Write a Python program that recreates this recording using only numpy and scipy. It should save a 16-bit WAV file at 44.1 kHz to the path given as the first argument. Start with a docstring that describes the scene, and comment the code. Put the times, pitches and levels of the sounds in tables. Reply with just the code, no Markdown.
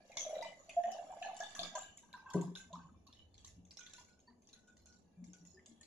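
"""A drink is poured into a glass jar in a hard-walled kitchen, over a low room rumble that comes and goes.
At first drops smack and pop (noise cracks and swarms of short tones) in a fizz of many short random tones;
the jar glugs at a rising pitch (swelling sines), and the glass rings lower as the jar fills (two modes).
At 2.3 s something is set down with a thud (decaying table modes); soft low bumps come before and after.
The stream thins to a trickle, with a few high pings. Echoes follow all but the rumble, boom and hush."""
import sys
import numpy as np
from scipy import signal
from scipy.fft import rfft, irfft, next_fast_len
from scipy.io import wavfile

SR = 44100
rng = np.random.default_rng(int(sys.argv[2]) if len(sys.argv) > 2 else 0)


def wav_out(sig):
    """Save sig, one row per channel (or a flat mono array), as 16-bit PCM at SR to the path in sys.argv[1]."""
    wavfile.write(sys.argv[1], SR, np.round(np.clip(np.atleast_2d(sig).T, -1, 1) * 32767).astype(np.int16))


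N = 258426   # length [samples]


def from_db(db):
    """Level law: amplitude is 10 to the power of dB / 20."""
    return 10 ** (np.asarray(db) / 20)


def rms_one(x):
    """Normalization to unit root-mean-square amplitude."""
    return x / np.sqrt(np.mean(x ** 2) + 1e-30)


def in_time(rows):
    """Linear interpolation of each column over the time in the first."""
    times, *columns = np.transpose(rows)
    return [np.interp(np.arange(N) / SR, times, column) for column in columns]


def at_hz(points, hz):
    """Interpolation along a logarithmic frequency axis."""
    point_hz, values = np.transpose(points)
    return np.interp(np.log(hz + 1), np.log(point_hz), values)


def colour(x, spectrum):
    """Linear filtering: each frequency is weighted by a spectrum in dB."""
    size = next_fast_len(N)
    gain = from_db(at_hz(spectrum, np.fft.rfftfreq(size, 1 / SR)))
    return irfft(rfft(x, size) * gain, size)[..., :N]


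# Correlation of the two channels in noise: (frequency [Hz], left-right likeness [0 to 1])
STEREO_LIKENESS = [(60, 0.98), (230, 0.74), (890, 0.21), (3400, 0.05)]


def stereo_noise(length):
    """Diffuse-field coherence: two noises agree in the bass and part in the treble; rms 1."""
    size = next_fast_len(length)
    alike = np.clip(at_hz(STEREO_LIKENESS, np.fft.rfftfreq(size, 1 / SR)), 0, 1)
    mid, side = rfft(rng.standard_normal((2, size)))
    spectra = np.sqrt(1 + alike) * mid + np.sqrt(1 - alike) * side * [[1], [-1]]
    return rms_one(irfft(spectra, size)[:, :length])


def drift(rate):
    """Random modulation: straight lines join normal random values of spread 1, `rate` per second."""
    knots = rng.standard_normal(int(N / SR * rate) + 2)
    return np.interp(np.arange(N) / SR * rate, np.arange(len(knots)), knots)


def stirred(hz, width_hz, lumpy_db, rate):
    """Resonance under random drive: lumpy stereo noise passes twice through a resonator; rms 1."""
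    radius = np.exp(-np.pi * width_hz / SR)
    zeros = [1, 0, -1]
    poles = [1, -2 * radius * np.cos(2 * np.pi * hz / SR), radius * radius]
    push = stereo_noise(N) * from_db(lumpy_db * drift(rate))
    once = signal.lfilter(zeros, poles, push)
    return rms_one(signal.lfilter(zeros, poles, once))


def add(out, s, sound):
    """Superposition: a short sound is summed in at a time in seconds."""
    i = min(round(s * SR), N)
    out[..., i:i + sound.shape[-1]] += sound[..., :N - i]


def burst(hz, t60, rise_s, glide=0., bend=0.97):
    """Damped oscillation: a sine swells and dies (ever faster if bend > 1), climbing with glide."""
    t = np.arange(round(SR * t60)) / SR
    shape = (1 - np.exp(-t / rise_s)) ** 2 * from_db(-60 * (t / t60) ** bend)
    return shape / shape.max() * np.sin(2 * np.pi * hz * (t + glide * t ** 2))


def swarm(out, s, db, low_hz, high_hz, cycles, spread_s, count):
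    """Superposed damped tones of random pitch, size and side; the later, the weaker."""
    for late, pitch, size, side in rng.random((count, 4)):
        hz = low_hz * (high_hz / low_hz) ** pitch
        tone = from_db(db - 10.14 * size - 13.14 * late) * burst(hz, cycles / hz, 1.29 / hz)
        born = s + spread_s * late ** 2
        add(out[0], born + .0002 * side, tone)      # the left channel is mostly later
        add(out[1], born + .00005, tone)


def kitchen(x, wet_db):
    """Reverberation: a dense, exponentially dying tail of echoes follows after a short gap."""
    t60_s, gap_s = 0.29, .003
    t = np.arange(SR // 2) / SR
    tail = stereo_noise(len(t)) * from_db(-60 * t / t60_s) * np.clip((t - gap_s) / 0.00067, 0, 1)
    tail = tail / np.sqrt(np.sum(tail ** 2) / 2)
    echoes = signal.fftconvolve(x * np.ones((2, 1)), tail, axes=1)[:, :N]
    return x + from_db(wet_db) * echoes


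# Spectrum of the hush: (frequency [Hz], weight [dB])
HUSH_SPECTRUM = [(20, -6), (236, 0), (819, -7.5), (1300, -24), (5600, -46), (6600, -17.5), (7600, -54),
                 (10500, -28), (13000, -81)]


def hush():
    """Stationary broadband noise: a fixed spectrum shapes a random signal."""
    return from_db(-74) * rms_one(colour(stereo_noise(N), HUSH_SPECTRUM))


def boom():
    """Low resonance under random drive, lumpy in level."""
    return from_db(-76) * stirred(193.3, 92.0, lumpy_db=3.5, rate=8.2)


# Course of the low room rumble: (time [s], level [dB])
RUMBLE_LEVEL = [(0, -73.5), (2.15, -86), (2.4, -78.5), (3.15, -66), (3.35, -55.5), (3.8, -77), (5.86, -71)]


def rumble():
    """Narrow-band resonance under random drive, its level following a curve in time."""
    return from_db(in_time(RUMBLE_LEVEL)[0]) * stirred(74.6, 40, lumpy_db=6.0, rate=6.9)


# Soft low bumps: (time [s], level [dB], pitch [Hz])
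SOFT_BUMPS = [(0.874, -61, 227.3), (1.607, -59, 175.4), (2.58, -62, 180.2), (2.737, -53, 173.3),
              (3.576, -61.5, 178.6), (4.297, -65, 241), (5.188, -53, 179), (5.417, -59, 171.2),
              (5.549, -64.5, 374), (5.698, -60.5, 230.5)]


def bumps():
    """Damped oscillation: dull, slow-swelling knocks shake on for a moment at nearby pitches."""
    out = np.zeros((2, N))
    for s, db, hz in SOFT_BUMPS:
        add(out, s - .02, from_db(db) * burst(hz, 0.43, 0.011))
        swarm(out, s, db + 5.0, hz * 0.873, hz * 1.862, cycles=19.2, spread_s=0.41, count=5)
    return out


# Modes of the table: (frequency [Hz], level relative to the blow [dB], decay by 60 dB [s])
TABLE_MODES = [(174.9, 0, 0.37), (261.3, -9.5, 0.17), (328, -6, 0.18), (410.4, -3.5, 0.22)]


def thud():
    """Modal excitation: a soft blow rings the table; the base rocks and stirs it again, the liquid sloshes."""
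    blow_s, blow_db = 2.344, -30
    rock_db, slosh_db, rock_s = -1, -9.5, .16
    out = np.zeros((2, N))
    for hz, db, t60 in TABLE_MODES:
        mode_db = blow_db + db
        add(out, blow_s, from_db(mode_db) * burst(hz, t60, 0.0032))
        swarm(out, blow_s + .02, mode_db + rock_db, hz * 0.957, hz * 0.984,
              cycles=0.32 * t60 * hz, spread_s=rock_s, count=5)
    swarm(out, blow_s, blow_db + slosh_db, 470, 1237, cycles=35.0, spread_s=rock_s, count=24)
    return out


# Jolts that set the glass wall ringing: (time [s], level [dB])
WALL_JOLTS = [(0.117, -53.5), (0.171, -44), (0.424, -43), (0.836, -45.5), (1.223, -46), (1.402, -41.5),
              (1.55, -46), (1.63, -47.5), (1.753, -43), (2.03, -62), (2.137, -48), (2.26, -52),
              (2.335, -49.5), (2.557, -50.5), (2.79, -60.5), (3.789, -52.5), (3.935, -61), (4.085, -64.5),
              (4.529, -65.5), (4.675, -63), (4.86, -66), (5.332, -66.5)]


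def wall():
    """Mass loading: liquid lowers the ring of the glass; each jolt stirs two modes in a dying flutter."""
    empty_hz, full_hz, load_s = 2277, 1464, 1.044
    overtone, overtone_db = 1.67, -7   # second mode: pitch over the first, level
    out = np.zeros((2, N))
    for s, db in WALL_JOLTS:
        hz = full_hz + (empty_hz - full_hz) * np.exp(-s / load_s)
        swarm(out, s, db, hz * .985, hz * 1.02, cycles=148, spread_s=0.13, count=10)
        swarm(out, s, db + overtone_db, hz * overtone, hz * overtone * 1.04,
              cycles=180, spread_s=.12, count=3)
    return out


# Course of the fizz: (time [s], tone level [dB])
FIZZ_LEVEL = [(0.0, -65.5), (0.39, -51), (0.55, -62.5), (1.66, -53), (1.93, -68.5), (4.24, -82.5),
              (5.86, -72.5)]
# Spectrum of the splash, shared by fizz, froth and drops: (frequency [Hz], weight [dB])
SPLASH_SPECTRUM = [(1200, -0.5), (1330, -27), (1610, -10), (2030, -17.5), (3110, -9.5), (3580, -11),
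                   (5210, -13), (6580, -1), (7430, -5.5), (8300, -25), (10700, -11), (13500, -28)]


def fizz_and_froth():
    """Resonators under random impulses: a fizz of many short random tones, and a froth after each drop."""
    tones_per_s, ring_cycles = 2500, 144   # cycles to die by 60 dB
    froth_db, hold_s, froth_t60_s = -17, 0.049, 0.27
    db_per_octave, froth_colour_db = -9.5, 8.5   # fall away from the pop; random favour of pitches
    drift_db, drifts_per_s = 6, 10   # the level of each resonator drifts at random
    t = np.arange(0, N, 64) / SR   # a coarse clock for the levels
    s, db, pop_hz = np.transpose(DROP_HITS)
    since = t - s[:, None]
    decay_db = -60 * np.maximum(since - hold_s, 0) / froth_t60_s
    froth = (since > 0) * from_db(db[:, None] + froth_db + decay_db)
    fizz = from_db(np.interp(t, *np.transpose(FIZZ_LEVEL)))
    born, size, dealt = rng.random((3, 2, N))
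    clicks = (born < tones_per_s / SR) * from_db(-18 * size)
    pitches = np.geomspace(1300, 12500, 30) * rng.uniform(.97, 1.03, size=30)
    pitch_index = (dealt * len(pitches)).astype(int)
    out = 0
    for k, hz in enumerate(pitches):
        octaves = np.abs(np.log2(hz / pop_hz))
        favour_db = db_per_octave * octaves + froth_colour_db * rng.standard_normal(len(s))
        level = fizz + from_db(favour_db) @ froth
        radius, angle = from_db(-60 * hz / (ring_cycles * SR)), 2 * np.pi * hz / SR
        mine = clicks * (pitch_index == k) * from_db(drift_db * drift(drifts_per_s))
        mine = mine * np.interp(np.arange(N) / SR, t, level)
        poles = [1, -2 * radius * np.cos(angle), radius * radius]
        out = out + signal.lfilter([0, np.sin(angle)], poles, mine + 1e-18)
    return colour(out, SPLASH_SPECTRUM)


# Glugs of air near 600-1100 Hz, and a few late high pings and chirps:
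# (time [s], level [dB], pitch [Hz])
GLUGS_AND_PINGS = [(0.11, -58.5, 820), (0.27, -38.5, 622.2), (0.308, -34.5, 606), (0.333, -36, 616),
                   (0.383, -36, 625), (0.427, -39.5, 912), (0.459, -38, 653), (0.689, -49, 660),
                   (0.77, -22.5, 687), (0.843, -28, 687.3), (0.87, -33, 687.5), (0.924, -37.5, 730),
                   (0.99, -38, 699), (1.106, -39.5, 735), (1.218, -35.5, 715.2), (1.249, -40.5, 766),
                   (1.292, -39, 746), (1.406, -34.5, 707), (1.596, -37.5, 690), (1.755, -37.5, 624),
                   (1.755, -36, 987), (2.035, -58, 945), (2.143, -44, 986), (2.26, -46.5, 1023),
                   (2.344, -39, 980), (2.422, -42, 943), (2.708, -51, 665), (2.738, -40.5, 1007),
                   (2.85, -53.5, 1077), (3.069, -60.5, 1107), (3.985, -55, 969), (4.281, -58.5, 965),
                   (4.276, -61, 4520), (4.282, -62.5, 1804), (5.545, -64, 4990), (5.576, -57, 1772),
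                   (5.811, -61.5, 1795)]
# Surges of gurgling, swell and fade each over 30 dB:
# (time of peak [s], peak level [dB], swell [s], fade [s], air-column pitch [Hz])
GURGLE_SURGES = [(0.369, -34, 0.45, 0.28, 632), (.9, -38, 0.34, 0.87, 679), (1.28, -35, 0.26, 0.39, 737.6),
                 (1.658, -45.5, 0.31, 0.41, 702), (2.3, -46, 0.34, 0.42, 970), (2.76, -47, 0.12, 0.25, 998)]


def glugs():
    """Damped resonance: glugs and late pings ring and shed short tones; an air column gurgles in surges."""
    shed_top_db = -36   # greatest level of the shed tones
    small_db = -18.5    # smaller bubbles in the gurgle
    out = np.zeros((2, N))
    for s, db, hz in GLUGS_AND_PINGS:
        t60 = 0.047 * np.exp(.04 * max(db - shed_top_db, 0))   # louder ones swell and ring longer
        add(out, s - .006, from_db(db - 3.0) * burst(hz, t60, 0.12 * t60, glide=0.31, bend=1.59))
        swarm(out, s + 0.017, min(db, shed_top_db), hz * 0.894, hz * 1.223,
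              cycles=25, spread_s=0.045, count=4)
    at, peak_db, swell_s, fade_s, air_hz = np.transpose(GURGLE_SURGES)
    for s in rng.uniform(0, at[-1] + fade_s[-1], size=520):
        each_db = peak_db - 30 * np.maximum((at - s) / swell_s, (s - at) / fade_s)
        surge_db, hz = each_db.max(), air_hz[each_db.argmax()]   # the strongest surge leads
        swarm(out, s, surge_db, hz * 0.864, hz * 1.149, cycles=28.5, spread_s=0., count=1)
        swarm(out, s, surge_db + small_db, hz * 1.484, hz * 3.76, cycles=36.0, spread_s=0., count=1)
    return out


# Drops smacking the surface: (time [s], level [dB], pop pitch [Hz])
DROP_HITS = [(0.117, -54.5, 2350), (0.17, -26.5, 6050), (0.4234, -41.5, 4830), (0.693, -41, 2640),
             (0.836, -49, 2650), (0.915, -39.5, 5440), (1.2235, -39, 2750), (1.345, -48, 6840),
             (1.366, -41.5, 6680), (1.403, -38.5, 6200), (1.55, -35, 6300), (1.5918, -34.5, 4220),
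             (1.6313, -34.5, 4500), (1.7527, -34, 6250), (1.831, -48.5, 3700), (1.973, -45, 7040),
             (2.1291, -45.5, 3790), (2.301, -46, 3470), (2.3354, -38.5, 7040), (2.412, -42.5, 6940),
             (2.553, -39, 3700), (2.572, -40.5, 6700), (2.729, -47.5, 3720), (3.0677, -52.5, 4000),
             (3.126, -51.5, 3700), (3.342, -55.5, 4400), (3.379, -53, 3500), (3.4465, -41, 6400),
             (3.474, -50, 6470), (3.651, -58.5, 6900), (3.708, -47, 5000), (3.7707, -41, 5400),
             (3.8046, -47, 3310), (3.864, -45.5, 3660), (3.8954, -51, 6800), (3.934, -42, 6500),
             (3.982, -48, 6570), (4.0458, -58.5, 6300), (4.0823, -57, 6700), (4.192, -58, 6800),
             (4.42, -59.5, 6240), (4.4715, -56, 5830), (4.488, -53, 6300), (4.5298, -48.5, 3670),
             (4.6735, -56.5, 6640), (4.768, -56, 6350), (4.8577, -52, 6800), (4.925, -57, 4500),
             (5.2407, -52, 6300), (5.3328, -47.5, 6320), (5.451, -53.5, 6630), (5.6591, -47.5, 7170),
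             (5.8108, -49, 7340), (5.83, -51.5, 4280)]


def drops():
    """Impact and bubble resonance: a noise crack, a bright swarm, a pop around its pitch and a duller swarm."""
    crack_db, crack_t60_s, dull_db = -5, 0.018, -11.5
    bright, dull = np.zeros((2, N)), np.zeros((2, N))
    t = np.arange(SR // 20) / SR
    for s, db, hz in DROP_HITS:
        crack = rng.standard_normal((2, len(t))) * from_db(-60 * t / crack_t60_s)
        add(bright, s, from_db(db + crack_db) * crack)
        swarm(bright, s, db, 3500, 12305, cycles=167, spread_s=0.065, count=18)
        swarm(dull, s, db, hz * 0.93, hz * 1.108, cycles=47, spread_s=.04, count=7)
        swarm(dull, s, db + dull_db, 1927, 4130, cycles=34, spread_s=.05, count=7)
    return colour(bright, SPLASH_SPECTRUM) + dull


def scene():
    """Superposition of the background, the table and the jar, the last two with their echoes."""
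    background = rumble() + boom() + hush()
    leaning_left = (thud() + bumps()) * from_db([[1.5], [-1.5]])
    table = kitchen(leaning_left, wet_db=-7)
    splashes = kitchen(drops() + wall() + fizz_and_froth(), wet_db=-5.5)
    jar = splashes + kitchen(glugs(), wet_db=-7)
    return jar + table + background


def record(dry):
    """Low-pass filtering: the top is cut, 70 dB down from 13.7 kHz."""
    return signal.sosfilt(signal.cheby2(12, 70, 13700, fs=SR, output="sos"), dry)


dry = scene()
out = record(dry)
wav_out(out)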